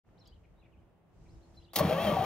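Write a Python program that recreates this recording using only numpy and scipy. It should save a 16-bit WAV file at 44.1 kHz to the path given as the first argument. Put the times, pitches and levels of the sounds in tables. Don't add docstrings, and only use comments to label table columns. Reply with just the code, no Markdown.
import sys
import numpy as np
from scipy import signal
from scipy.fft import rfft, irfft
from scipy.io import wavfile
from scipy.ndimage import uniform_filter1d

SR = 44100
rng = np.random.default_rng(int(sys.argv[2]) if len(sys.argv) > 2 else 0)


def transcribe(signal):
    frames = np.atleast_2d(signal).T
    limited = np.clip(frames, -1, 1)
    pcm = np.round(limited * 32767).astype(np.int16)
    wavfile.write(sys.argv[1], SR, pcm)


def volts_from_decibels(level):
    exponent = np.asarray(level, float) / 20
    return 10 ** exponent


N = 99577
T = np.arange(N) / SR
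HZ = np.maximum(np.arange(N // 2 + 1) * SR / N, 1)

# (time [s], buffet level [dB], leaves level [dB], pump level [dB])
WIND = [(.05, -72.5, -14.5, -18), (.25, -67.5, -8.5, -10), (.45, -59, -13, -10), (.6, -62, -16, -1.5),
        (.85, -61.5, -17, 3.5), (1.03, -73.5, -26, -8.5), (1.14, -62.5, -9, -25), (1.22, -56, -2, 4),
        (1.35, -53.5, -0.5, 9.5), (1.45, -63.5, -3, 7), (1.6, -56, -2, 6.5), (1.75, -77, -15, 8)]
# (time [s], level [dB], decay t60 [s], bright share [0-1])
BLOWS = [
    (1.7328, -42, 0.39, 0.57),
    (1.7579, -21.5, 0.09, 1),
    (1.787, -27, 0.056, 0.84),
    (1.794, -27.5, 0.029, 0.1),
    (2.237, -37, 0.21, 0.23),
]
# (time [s], rattle level [dB], whine level [dB])
CRANK = [
    (1.79, -33.5, -58),
    (1.83, -32.5, -43),
    (1.89, -36, -39),
    (1.95, -36, -39),
    (2.0, -36.5, -38),
    (2.04, -36.5, -38),
    (2.08, -36.5, -38),
    (2.11, -35.5, -45),
    (2.17, -37, -52),
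    (2.25, -36, -52),
]
# (time [s], tooth-mesh frequency [Hz])
SPEED = [(1.79, 430), (1.86, 470), (1.9, 500), (1.95, 540), (1.97, 560), (1.985, 630), (2.03, 677),
         (2.06, 645), (2.078, 620), (2.1, 545), (2.135, 490), (2.2, 430)]


def unit(x):
    return x / np.sqrt(np.mean(x ** 2))


def col(table, k):
    return np.interp(T, np.array(table)[:, 0], np.array(table)[:, k])


def over_hz(points):
    return np.interp(np.log(HZ), np.log(np.array(points)[:, 0]), np.array(points)[:, 1])


def colour(x, points):
    return unit(irfft(rfft(x) * volts_from_decibels(over_hz(points)), N))


def band(x, hz, width_hz):
    return signal.lfilter(*signal.iirpeak(hz, hz / width_hz, SR), x)


def walk(rate):
    k = int(SR / rate)
    steps = np.repeat(rng.standard_normal(N // k + 1), k)
    return 1.268 * uniform_filter1d(uniform_filter1d(steps, k), k)[:N]


def swell(start, rise, t60):
    u = np.maximum(T - start, 0)
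    return np.minimum(u / rise, 1) * volts_from_decibels(-60 * np.maximum(u - rise, 0) / t60)


def diffuse_noise():
    # (frequency [Hz], left-right correlation [-1 to 1])
    likeness = [(60, 0.96), (300, 0.37), (700, 0.73), (7000, -0.2)]
    alike = np.clip(over_hz(likeness), -.95, .95)
    mid, side = rfft(rng.standard_normal((2, N)))
    common, opposed = mid * np.sqrt(1 + alike), side * np.sqrt(1 - alike)
    return irfft(np.array([common + opposed, common - opposed]), N)


def hush():
    # (frequency [Hz], spectral density [dB per Hz])
    far_spectrum = [(60, -18), (95, -2), (180, -7), (330, -10), (740, -13.5), (1500, -25.5), (3000, -31.5),
                    (6000, -54.5)]
    return colour(diffuse_noise(), far_spectrum) * volts_from_decibels(-64 + 0.094 * col(WIND, 2) + walk(6.2))


def buffet():
    centre_hz, width_hz = 58.3, 78
    rumble = band(band(diffuse_noise(), centre_hz, width_hz), centre_hz, 0.85 * width_hz)
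    return unit(rumble) * volts_from_decibels(col(WIND, 1) + 1.8 * walk(16))


def leaves():
    rustle = band(band(diffuse_noise(), 6100.0, 3700.0), 3200.0, 5300.0)
    return unit(rustle) * volts_from_decibels(-77 + col(WIND, 2) + 0.74 * walk(29.8))


def pump():
    # (frequency [Hz], level [dB])
    hum = [(168, -73.5), (336, -76.5)]
    out = 0
    for k, (hz, db) in enumerate(hum):
        level = volts_from_decibels(db + k * col(WIND, 3) + 0.27 * walk(5.1))
        phase = 2 * np.pi * np.cumsum(hz * (1 + 0.00704 * walk(11.02))) / SR
        out = out + level * np.sqrt(2) * np.sin(phase)
    return out


def ticks():
    # (time [s], level [dB], centre frequency [Hz])
    taps = [
        (.2735, -69, 12000),
        (.2735, -64, 6400),
        (.0885, -72, 1500),
        (.048, -70, 1400),
        (1.545, -82, 10500),
        (1.558, -81, 10500),
        (1.575, -84, 12000),
    ]
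    grit = rng.standard_normal(N)
    out = 0
    for s, db, hz in taps:
        burst = unit(band(band(grit, hz, hz / 2), hz, hz / 2))
        out = out + volts_from_decibels(db) * swell(s, .0015, .03) * burst
    return out


def note(s, length, hz_of, db, jitter):
    u = np.clip((T - s) / length, 0, 1)
    phase = 2 * np.pi * np.cumsum(hz_of(u) * jitter) / SR
    return volts_from_decibels(db) * np.sqrt(2 * np.sqrt(np.sin(np.pi * u))) * np.sin(phase)


def whistles():
    # (time [s], length [s], edge frequency [Hz], turn frequency [Hz], level [dB])
    arches = [
        (.178, .032, 3400, 5550, -75),
        (.182, .026, 3500, 4900, -82),
        (.259, .036, 3000, 4950, -75),
        (.33, .035, 3300, 4050, -82),
        (.605, .045, 3900, 2450, -78),
        (.722, .055, 3200, 2250, -81),
        (1.285, .08, 3700, 5400, -80),
        (1.41, .05, 3200, 4400, -84),
        (1.54, .032, 2900, 5500, -76),
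        (1.544, .026, 2900, 4900, -78),
    ]
    # (time [s], length [s], start frequency [Hz], end frequency [Hz], level [dB])
    strokes = [(.16, .022, 3050, 3050, -82), (.192, .012, 5250, 5550, -73), (.206, .018, 4150, 4150, -71),
               (.222, .01, 4100, 3500, -72), (.238, .016, 4050, 4200, -80), (.234, .015, 3000, 3600, -77),
               (.254, .009, 4700, 5500, -77), (.258, .018, 2750, 3400, -79), (.275, .02, 3350, 3300, -78),
               (.273, .012, 4750, 4700, -72), (.293, .025, 3100, 4600, -82), (.296, .014, 4750, 4750, -79),
               (.317, .028, 2850, 3300, -75), (.358, .011, 3300, 2750, -73), (.568, .04, 3600, 4000, -84),
               (.636, .02, 3400, 3700, -79), (1.57, .022, 4060, 4060, -65), (1.598, .012, 2800, 3500, -77),
               (1.608, .014, 4900, 5400, -79), (1.621, .011, 3300, 4700, -75),
               (1.63, .024, 4700, 4650, -76), (1.612, .042, 2600, 4250, -72), (1.65, .012, 4100, 2900, -73),
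               (1.66, .009, 2900, 2700, -72), (1.675, .03, 2600, 3400, -76), (1.683, .022, 3400, 3600, -78),
               (1.703, .016, 3500, 4150, -72), (1.716, .016, 3900, 2500, -72),
               (.778, .022, 3050, 3000, -82), (1.352, .025, 3900, 3700, -81)]
    bend, turn_at = 1.7, .68
    jitter = 1 + .025 * walk(250)

    def arch(u):
        return np.sin(bend * np.minimum(u / turn_at, (1 - u) / (1 - turn_at)))

    song = 0
    for s, length, edge, turn, db in arches:
        song = song + note(s, length, lambda u: edge + (turn - edge) * arch(u), db, jitter)
    for s, length, start, end, db in strokes:
        song = song + note(s, length, lambda u: start + (end - start) * u, db, np.sqrt(jitter))
    return song * volts_from_decibels(.5 + 3.5 * walk(120))


def hoarse_chips():
    # (time [s], level [dB])
    chips = [
        (.434, -71),
        (.648, -72),
        (1.252, -74),
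        (.803, -80),
    ]
    centre_hz, width_hz, length_s = 2300, 600, .026
    hoarse = unit(band(band(rng.standard_normal(N), centre_hz, width_hz), centre_hz, width_hz))
    return hoarse * sum(volts_from_decibels(db) * np.sin(np.pi * np.clip((T - s) / length_s, 0, 1)) ** .5 for s, db in chips)


def birds():
    echo_s, echo_db, scatter_db, scatter_t60_s = .031, -20, -4, .22
    song = whistles() + hoarse_chips()
    tail = rng.standard_normal((2, 6000)) * volts_from_decibels(-60 * T[:6000] / scatter_t60_s)
    tail = tail / np.sqrt(np.sum(tail[0] ** 2))
    scatter = signal.fftconvolve(song[None], tail, axes=1)[:, :N]
    direct = song * volts_from_decibels(np.array([[1.], [-1.]]))
    return direct + volts_from_decibels(echo_db) * np.roll(song, int(echo_s * SR)) + volts_from_decibels(scatter_db) * scatter


def blows():
    # (frequency [Hz], spectral density [dB per Hz])
    clash = [(250, -39), (700, -2), (2000, -15.5), (4000, -3), (7000, -9), (10000, -6.5), (15500, -3.5)]
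    pinion = [730, 2043, 3260, 3740, 4200, 1050]
    chatter = rng.standard_normal((2, N)) * volts_from_decibels(1.23 * walk(700))
    ring = unit(sum(band(chatter[0], 1. * hz, 150.0) for hz in pinion[:5]))
    low = unit(sum(band(chatter[0], hz, 190.0) for hz in (pinion[0], pinion[5], 560.)))
    bright = colour(chatter[1], clash) + 0.31 * ring
    out = 0
    for s, db, t60, share in BLOWS:
        mix = np.clip(share, 0, 1) * bright + np.clip(1 - share, 0, 1) * low
        out = out + volts_from_decibels(db) * swell(s, .0008, t60) * mix
    return out


def housing():
    # (time [s], frequency [Hz], level [dB], rise [s], decay t60 [s])
    rings = [(1.801, 600, -21.5, 0.0075, 0.038), (1.806, 160, -23, 0.006, 0.051),
             (1.845, 173, -21.5, 0.0086, 0.042), (1.869, 159, -27.5, 0.0086, 0.05),
             (1.925, 161.7, -31.5, 0.0062, .2), (1.955, 165, -38, 0.0054, 0.34),
             (2.055, 207.2, -33.5, 0.019, 0.36), (2.08, 203, -32, 0.0089, 0.14),
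             (2.122, 165.3, -26, 0.009, 0.086), (2.19, 124.7, -28, 0.0058, 0.067),
             (1.786, 759, -29.5, 0.0035, 0.16), (1.825, 766.3, -38, 0.041, 0.33),
             (1.82, 301, -31, .015, 0.088), (1.857, 588, -36.5, 0.0046, 0.062),
             (1.885, 486.3, -32.5, 0.008, 0.14), (1.903, 639.6, -30, 0.013, 0.13),
             (1.961, 554, -30, 0.02, 0.11), (1.985, 804, -42, 0.0057, .3), (2.068, 600.7, -30, 0.013, .2),
             (2.089, 558, -29, 0.005, 0.032), (2.116, 590, -23, 0.0022, 0.039),
             (2.116, 448, -29.5, 0.0026, 0.029), (2.166, 756, -26.5, 0.0045, 0.092),
             (2.184, 707, -27.5, 0.0059, 0.12), (2.207, 763.5, -28.5, 0.0087, 0.14),
             (2.238, 2323, -41, 0.016, 0.039), (1.797, 1089, -33, 0.0052, 0.09),
             (1.955, 1171, -40.5, 0.013, 0.11), (2.1, 1159, -35.5, .006, 0.1),
             (2.121, 1169, -32.5, 0.0024, 0.1), (2.228, 1193, -38.5, 0.012, 0.28),
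             (2.125, 949, -38, 0.013, 0.32), (2.061, 3132, -42, 0.015, 0.12),
             (1.815, 86.6, -38.5, .03, 0.42), (2.235, 500.5, -39, 0.018, 0.2)]
    out = 0
    for s, hz, db, rise, t60 in rings:
        out = out + volts_from_decibels(db) * swell(s, rise, t60) * np.sqrt(2) * np.sin(2 * np.pi * hz * (T - s))
    return out


def speed_gain_db():
    return 15.5 * np.log2(col(SPEED, 1) / 600)


def gear_rattle():
    # (frequency [Hz], width [Hz], level [dB])
    block_modes = [(89, 107, -3.5), (185.2, 37, 1), (583, 353, -5), (1118.6, 26, 0.5), (3125, 160, -12)]
    # (frequency [Hz], spectral density [dB per Hz])
    casing_spectrum = [(40, -32), (110, -6.5), (300, 5.5), (700, 1), (1500, -11.5), (3500, -16.5),
                       (6500, -27.5), (15000, -25.5)]
    impacts_per_s, casing_db, thud_db, split_hz = 810, 3, -4, 1800
    hit = rng.random(N) < impacts_per_s / SR
    clicks = hit * rng.standard_normal(N) + 0.21 * rng.standard_normal(N)
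    block = 0
    for hz, width, db in block_modes:
        mode = band(band(clicks, hz, 1.07 * width), hz, 1.07 * width)
        block = block + volts_from_decibels(db + 2 * walk(24.8)) * mode
    casing = colour(clicks, casing_spectrum)
    dull = signal.lfilter(*signal.butter(2, split_hz, fs=SR), casing)
    sharp = signal.lfilter(*signal.butter(2, split_hz, "high", fs=SR), casing)
    shell = volts_from_decibels(thud_db) * dull - sharp * volts_from_decibels(0.63 * speed_gain_db())
    return volts_from_decibels(thud_db) * unit(block) + volts_from_decibels(casing_db + 2.1 * walk(20)) * shell


def gear_whine():
    # (multiple of mesh frequency [1], level [dB])
    partials = [(.32, -6), (1, 1), (1.24, -9), (2.5, -22), (3, -15), (4, -18), (5, -16)]
    # (frequency [Hz], width [Hz], gain [dB])
    sing = [(1600, 70, 4), (1900, 90, 2), (2750, 120, 6), (3190, 90, 6)]
    wobble, rough_db = .012, 3.
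    strain_gain = 0.5
    mesh_hz = col(SPEED, 1)
    fast_db = speed_gain_db()
    strain_db = -strain_gain * uniform_filter1d(np.gradient(np.log2(mesh_hz)) * SR, size=1000)
    phase = 2 * np.pi * np.cumsum(mesh_hz * (1 + wobble * walk(60))) / SR
    out = 0
    for k, db in partials:
        level_db = db + sum(gain * np.exp(-((k * mesh_hz - f) / w) ** 2) for f, w, gain in sing)
        level_db = level_db + (k > 2) * fast_db + (k < 1) * strain_db + rough_db * walk(44.8)
        out = out + volts_from_decibels(level_db) * np.sqrt(2) * np.sin(k * phase)
    return out


def crank():
    onset = np.clip((T - CRANK[0][0] + 0.036) / 0.029, 0, 1)
    return onset * (volts_from_decibels(col(CRANK, 1)) * gear_rattle() + volts_from_decibels(col(CRANK, 2)) * gear_whine())


def ports(x):
    # (frequency [Hz], phase lead of left [rad])
    lead = [(0, 0), (860, .5), (1720, -.4), (4000, 1.7), (6200, .9), (7600, 2.6), (8200, 2.85), (9300, 2.6),
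            (10500, 1.8), (16000, 1.2)]
    # (frequency [Hz], left over right [dB])
    balance = [(60, 0.), (380, 1.5), (750, 2.5), (1100, 8), (2380, 1.5), (8000, .3)]
    loose_db, loose_t60_s = -12.5, 0.12
    half = volts_from_decibels(over_hz(balance) / 2) * np.exp(.5j * np.interp(HZ, *np.array(lead).T))
    tail = rng.standard_normal((2, 2500)) * volts_from_decibels(-60 * T[:2500] / loose_t60_s)
    tail = band(tail, 2360.0, 4800.0)
    tail = tail / np.sqrt(np.sum(tail[0] ** 2))
    loose = signal.fftconvolve(x[None], tail, axes=1)[:, :N]
    direct = irfft(rfft(x) * np.array([half, 1 / half]), N)
    return direct * (T > BLOWS[0][0] - .003) + volts_from_decibels(loose_db) * loose


def scene():
    yard = hush() + buffet() + leaves() + pump() + ticks()
    return yard + birds() + ports(blows() + housing() + crank())


def roll_off(x):
    return signal.sosfilt(signal.butter(12, 17000, fs=SR, output="sos"), x)


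def record(dry):
    hiss_db, open_s, rise_s, top_hz = -90.5, 0.035, 0.052, 15650
    x = dry + volts_from_decibels(hiss_db) * rng.standard_normal(dry.shape)
    x = x * np.clip((T - open_s) / rise_s, 0, 1)
    x = signal.sosfilt(signal.ellip(8, .3, 60, top_hz, fs=SR, output="sos"), x)
    return roll_off(x)


dry = scene()
out = record(dry)
transcribe(out)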